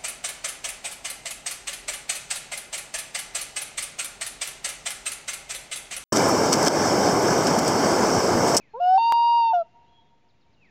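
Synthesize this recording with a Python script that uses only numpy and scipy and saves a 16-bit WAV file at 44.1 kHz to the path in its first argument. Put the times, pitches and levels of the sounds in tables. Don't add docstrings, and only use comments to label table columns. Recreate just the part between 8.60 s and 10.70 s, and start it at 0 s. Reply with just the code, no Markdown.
import sys
import numpy as np
from scipy import signal
from scipy.io import wavfile
from scipy.ndimage import uniform_filter1d

SR = 44100
rng = np.random.default_rng(int(sys.argv[2]) if len(sys.argv) > 2 else 0)


def transcribe(u):
    v = np.clip(np.atleast_2d(u).T, -1, 1)
    q = np.round(v * 32767).astype(np.int16)
    wavfile.write(sys.argv[1], SR, q)


def voltage_ratio(level):
    return 10 ** (np.asarray(level, float) / 20)


N = 92610
STUTTER_S = .5233


def curve(rows, col):
    rows = np.array(rows)
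    return np.interp(np.arange(N) / SR, rows[:, 0], rows[:, col])


def band(x, hz, width):
    return signal.lfilter(*signal.iirpeak(hz, hz / width, SR), x)


def unit(x):
    return x / np.sqrt(np.mean(x ** 2))


def walk(rate):
    k = int(SR / rate)
    steps = np.repeat(rng.standard_normal(N // k + 1), k)
    return 1.5 * uniform_filter1d(uniform_filter1d(steps, k), k)[:N]


def tail(x, t60, late, top_hz):
    t = np.arange(N) / SR
    h = rng.standard_normal(N) * voltage_ratio(-60 * t / t60) * np.clip(t / late, 0, 1) ** 2
    h = signal.lfilter(*signal.butter(1, top_hz, fs=SR), h)
    return signal.fftconvolve(x, h / np.sqrt(np.sum(h ** 2)))[:N]


def whistle(rows, fade):
    t = np.arange(N) / SR
    since_start = t - rows[0][0] + fade / 2
    until_end = rows[-1][0] + fade / 2 - t
    gate = np.clip(np.minimum(since_start, until_end) / fade, 0, 1)
    turn = np.cumsum(uniform_filter1d(curve(rows, 1), 150)) / SR
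    return np.sqrt(2) * gate * voltage_ratio(curve(rows, 2)) * np.sin(2 * np.pi * turn)


# (frequency [Hz], level per Hz [dB])
LAKE_SPECTRUM = [(15, -33), (25, -11), (127, -2.5), (632, -17), (922, -15.5), (1060, -33), (1280, -28.5),
                 (2310, -19.5), (7000, -42), (9100, -64), (15400, -120)]
LAKE_DB = -65


def lake():
    out, swell, shape = 0, walk(3.6), np.array(LAKE_SPECTRUM)
    for hz in 30 * 2 ** np.arange(0, 8.1, .5):
        db = np.interp(np.log(hz), np.log(shape[:, 0]), shape[:, 1]) + 10 * np.log10(hz)
        flicker_db = 0.57 + 0.63 * (hz < 300)
        db = db + 0.67 * swell + flicker_db * walk(10)
        out = out + voltage_ratio(db) * unit(band(rng.standard_normal(N), hz, hz / 3))
    return voltage_ratio(LAKE_DB) * unit(out)


# (time [s], level [dB])
CHIPS = [(1.686, -73), (1.808, -74), (1.928, -75), (2.05, -77)]
CHIP_S, CHIP_TOP_HZ, CHIP_END_HZ, CHIP_BEND_S = .028, 5350, 3200, .017


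def chips():
    out = 0
    for s, db in CHIPS:
        rows = []
        for u in np.linspace(0, CHIP_S, 8):
            hz = CHIP_END_HZ + (CHIP_TOP_HZ - CHIP_END_HZ) * np.exp(-u / CHIP_BEND_S)
            rows.append((s + u, hz, db - 2.0 + 3 * u / CHIP_S))
        out = out + whistle(rows, 0.0039)
    return out


# (time [s], level [dB])
PEEPS = [(1.62, -77.5), (1.71, -89), (1.74, -78), (1.875, -76), (1.906, -78.5)]
PEEP_S, PEEP_HZ = 0.013, 2340


def peeps():
    return sum(whistle([(s, PEEP_HZ, db), (s + PEEP_S, PEEP_HZ, db)], .008) for s, db in PEEPS)


# (time [s], pitch [Hz], level [dB])
SLUR_A = [(0.0, 2630, -68), (0.012, 2598, -62), (0.028, 2348, -63), (0.04, 2190, -69), (0.086, 1815, -71.5),
          (0.124, 1600, -73.5), (0.135, 1540, -79.5)]
SLUR_B = [(1.945, 2900, -90), (1.958, 2918, -86), (1.976, 2839, -73), (2.005, 2720, -70.5),
          (2.028, 2560, -61), (2.067, 1993, -70.5), (2.1, 1700, -67.5)]
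SLUR_C = [(.1, 4250, -82), (.11, 4250, -73), (.122, 4240, -84), (.135, 4200, -75), (.155, 4000, -88),
          (.172, 3800, -75), (.182, 3720, -83), (.193, 3650, -74), (.205, 3150, -76), (.212, 3000, -88)]
TRILLED_CALL = [(1.25, 2873, -89), (1.27, 2950, -75), (1.292, 3330, -71), (1.34, 3295, -76),
                (1.36, 3297, -66), (1.385, 3297, -68), (1.415, 3310, -74), (1.435, 3290, -85),
                (1.465, 3290, -78), (1.49, 3290, -88)]
HIGH_CALL = [(1.24, 3650, -81), (1.27, 3780, -83), (1.293, 4120, -78), (1.305, 4200, -90),
             (1.325, 4080, -79), (1.342, 4100, -92), (1.365, 4130, -79), (1.383, 4130, -92),
             (1.4, 4100, -79), (1.43, 3720, -83), (1.46, 3660, -78), (1.483, 3600, -80), (1.495, 3450, -78),
             (1.51, 3400, -86)]
TRILL_HZ, TRILL_DEPTH = 154, 0.54
WOOD_DB, WOOD_T60_S = -9.5, 1


def songbirds():
    out = sum(whistle(rows, 0.00789) for rows in (SLUR_A, SLUR_B, SLUR_C, HIGH_CALL))
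    trill_turn = np.cumsum(TRILL_HZ * (1 + 0.11 * walk(17))) / SR
    out = out + whistle(TRILLED_CALL, .008) * (1 + TRILL_DEPTH * np.sin(2 * np.pi * trill_turn))
    out = out * voltage_ratio(1.2 * walk(40))
    out = out + chips() + peeps()
    return out + voltage_ratio(WOOD_DB) * tail(out, WOOD_T60_S, 0.015, 5000)


# (time [s], level [dB])
FAR_SWAY = [(1.04, 1), (1.09, -1), (1.124, -8.5), (1.15, 3), (1.22, 1), (1.26, -2), (1.3, -2.5), (1.38, 0),
            (1.5, -4), (1.54, 0.5), (1.59, -6), (1.655, 1), (1.69, -5), (1.75, 1.5), (1.78, -7.5), (1.9, 3),
            (2.0, -2)]


def sway_far(x):
    return voltage_ratio(curve(FAR_SWAY, 1)) * x


# (delay [s], level [dB])
FAR_ECHOES = [(.21, -52.5), (.33, -55.5), (.52, -45), (.75, -54.5), (1.05, -58.5)]
FAR_HZ, FAR_WIDTH_HZ = 950, 170


def far_echoes(call):
    echoes = sum(voltage_ratio(db + .6 * walk(13)) * np.roll(call, int(s * SR)) for s, db in FAR_ECHOES)
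    return band(echoes, FAR_HZ, FAR_WIDTH_HZ)


REEDS_DB, REEDS_T60_S, REEDS_HZ = -29, 1.3, 2800


def reeds(call):
    treble = band(band(call, REEDS_HZ, 900), REEDS_HZ, 900)
    return voltage_ratio(REEDS_DB) * tail(treble, REEDS_T60_S, .03, 7600)


SHORE_DB, SHORE_T60_S, SHORE_LATE_S, SHORE_HZ = -50.5, 3.2, 0.087, 2000


def shore(call):
    return voltage_ratio(SHORE_DB) * tail(call, SHORE_T60_S, SHORE_LATE_S, SHORE_HZ)


# (delay [s], level [dB])
NEAR_ECHOES = [
    (.006, -20),
    (.04, -32),
]


def near_echoes(call):
    return sum(voltage_ratio(db) * np.roll(call, int(s * SR)) for s, db in NEAR_ECHOES)


# (time [s], from [Hz], to [Hz], length [s], level [dB])
RATTLE = [(0.395, 155, 192, .075, -65), (.385, 375, 385, .045, -61), (0.392, 513, 484, 0.069, -67),
          (.47, 242.4, 234, .05, -66), (0.546, 175.6, 215, .03, -68.5), (0.57, 310, 342, .075, -64.5)]
RATTLE_OCTAVE_DB = (5.5, -19.5, -18.5, -2.5, 0.5, -21.5)


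def throat_rattle():
    out = 0
    for (s, start_hz, end_hz, length, db), octave_db in zip(RATTLE, RATTLE_OCTAVE_DB):
        for k in (1, 2):
            level = db + octave_db * (k - 1)
            out = out + whistle([(s, k * start_hz, level), (s + length, k * end_hz, level)], .015)
    return out


# (frequency [Hz], width [Hz], level [dB])
RASP = [(740, 250, 3), (3900, 1500, 0.5), (5200, 500, -1.5), (6560, 500, -12)]
RASP_PATCHY_DB = 3


def breath_rasp():
    out = 0
    for hz, width, db in RASP:
        patches = voltage_ratio(db + RASP_PATCHY_DB * walk(38))
        out = out + patches * band(band(rng.standard_normal(N), hz, width), hz, width)
    return unit(out)


JITTER, STUTTER_TURN = .0006, -.11


def note_turns(notes, breaks):
    turns = []
    for k, rows in enumerate(notes):
        hz = uniform_filter1d(curve(rows, 1), 441) * (1 + JITTER * walk(60))
        turn = np.cumsum(hz) / SR
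        i = int((breaks[k][0] + .0015) * SR)
        meet = turns[-1][i] + .5 if k else 0
        turns.append(turn - turn[i] + meet)
    start = STUTTER_TURN - turns[2][int(STUTTER_S * SR)]
    return [turn + start for turn in turns]


# (time [s], pitch [Hz], level [dB], overtone strength [dB])
RISE = [(0.137, 428, -43, 3.5), (0.153, 454, -39.5, 9), (0.189, 537.4, -37, -3), (0.198, 559, -37, -5)]
LOW = [(.2, 655, -27, -16), (.208, 707.4, -24.5, -9.5), (.22, 710.8, -20.5, -7.5), (.25, 721, -19, 0.5),
       (.292, 737.2, -15.5, -1), (.33, 753, -14, -3.5), (0.358, 763.5, -13, -0.5), (.372, 779.4, -14, -4)]
HIGH = [(.385, 911.6, -19, -0.5), (.44, 922, -18.5, 3), (0.499, 932.2, -17.5, 0.5),
        (0.571, 936.1, -17, 1.5), (.68, 940.3, -17, -1), (.78, 938.8, -16.5, -1), (0.841, 922.5, -18, 0),
        (.895, 908.4, -19, -2), (.926, 891.3, -19, -16)]
FALL = [(0.933, 740, -16.5, -12.5), (0.949, 711.7, -18, 0), (0.978, 698.7, -20, -5.5),
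        (0.999, 677.6, -23.5, 1.5), (1.012, 669.3, -24, -1.5), (1.02, 651, -27, -3),
        (1.026, 653, -33, -3.5), (1.033, 651, -48.5, -5)]
NOTES = (RISE, LOW, HIGH, FALL)
# (starts [s], swells in [s], stops [s], dies away in [s])
BREAKS = [
    (0.132, 0.0089, 0.2, 0.0028),
    (.197, 0.0047, 0.38, 0.0047),
    (.377, 0.002, .925, 0.0069),
    (0.9296, 0.0045, 1.0295, 0.0032),
]
OVERTONES = [(-3.5, -30.5, -54, -56, -55.5, -54.5, -58.5, -59, -56),
             (-28.5, -48.5, -32.5, -46.5, -48.5, -43.5, -63, -57.5, -61.5),
             (-50.5, -23, -29.5, -27, -51, -53.5, -65, -80, -90.5),
             (-18, -47, -40.5, -40.5, -46.5, -49.5, -50.5, -55.5, -70.5)]
OVERTONE_DRIFT = [(-5, 0.5, 4, -0.5, 4.5, 1, 2, 1.5, 0), (-11.5, 3.5, -19, 8, 14, 3, 11.5, -4, -5.5),
                  (-7.5, -1.5, -2.5, -3.5, 7, -4.5, 0.5, 0, 0),
                  (4.5, -18, -35.5, -17, -1, -3, -21.5, -9, -3.5)]
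# (rasp at start against note [dB], rasp fade [dB/s], overtone 2's share of the strength)
VOICING = [(-60, 0, 1), (-36, 90, .2), (-44, 18, .3), (-49, 100, .2)]
HOARSE_DB = (2, 6, 1.5, 2)
HOARSE_PER_S, HOARSE_FADE_S = 350, .1
WAVER_DB, WAVER_PER_S = 1.5, 14
SHIMMER_DB, SHIMMER_PER_S = .025, 500


def sing_note(k, turn, rasp):
    t = np.arange(N) / SR
    on, swell, off, die = BREAKS[k]
    rasp_db, rasp_fade, follow = VOICING[k]
    phase = 2 * np.pi * turn
    age = np.clip(t - on, 0, 1)
    gate = (1 - np.exp(-(age / swell) ** 2)) * np.exp(-np.clip(t - off, 0, 1) / die)
    bright = uniform_filter1d(curve(NOTES[k], 3), 441)
    along = np.clip((t - on) / (off - on), 0, 1) - .5
    hoarse = HOARSE_DB[k] * np.exp(-age / HOARSE_FADE_S)
    upper = 0
    for j, mid_db in enumerate(OVERTONES[k]):
        db = mid_db + (1 if j else follow) * bright + OVERTONE_DRIFT[k][j] * along
        db = db + WAVER_DB * walk(WAVER_PER_S)
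        db = db + hoarse * min(j / 4, 1) * walk(HOARSE_PER_S)
        upper = upper + voltage_ratio(db) * np.cos((j + 2) * phase)
    fundamental = voltage_ratio(SHIMMER_DB * walk(SHIMMER_PER_S)) * np.cos(phase)
    breath = voltage_ratio(rasp_db - rasp_fade * age) * rasp
    level = voltage_ratio(uniform_filter1d(curve(NOTES[k], 2), 441))
    return gate * level * (np.sqrt(2) * (fundamental + upper) + breath)


def loon():
    turns = note_turns(NOTES, BREAKS)
    rasp = breath_rasp()
    return sum(sing_note(k, turn, rasp) for k, turn in enumerate(turns)) + throat_rattle()


def scene():
    call = loon()
    far = far_echoes(call)
    scattered = reeds(call)
    far = sway_far(far + shore(call))
    return (call + near_echoes(call) + far + scattered + songbirds() + lake())[None]


MIC_TOP_HZ, HISS_DB, OFFSET = 7180, -100, -.0008
REPEAT = 16


def top_cut(x):
    return signal.sosfilt(signal.butter(12, 15750, fs=SR, output="sos"), x)


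def record(dry):
    low_pass = signal.cheby2(10, 30, MIC_TOP_HZ * 1.1, fs=SR, output="sos")
    x = signal.sosfiltfilt(low_pass, dry)
    i = np.arange(N)
    x = x[:, i - REPEAT * (i >= int(STUTTER_S * SR))]
    x = x + voltage_ratio(HISS_DB) * rng.standard_normal(dry.shape) + OFFSET
    return top_cut(x)


dry = scene()
out = record(dry)
transcribe(out)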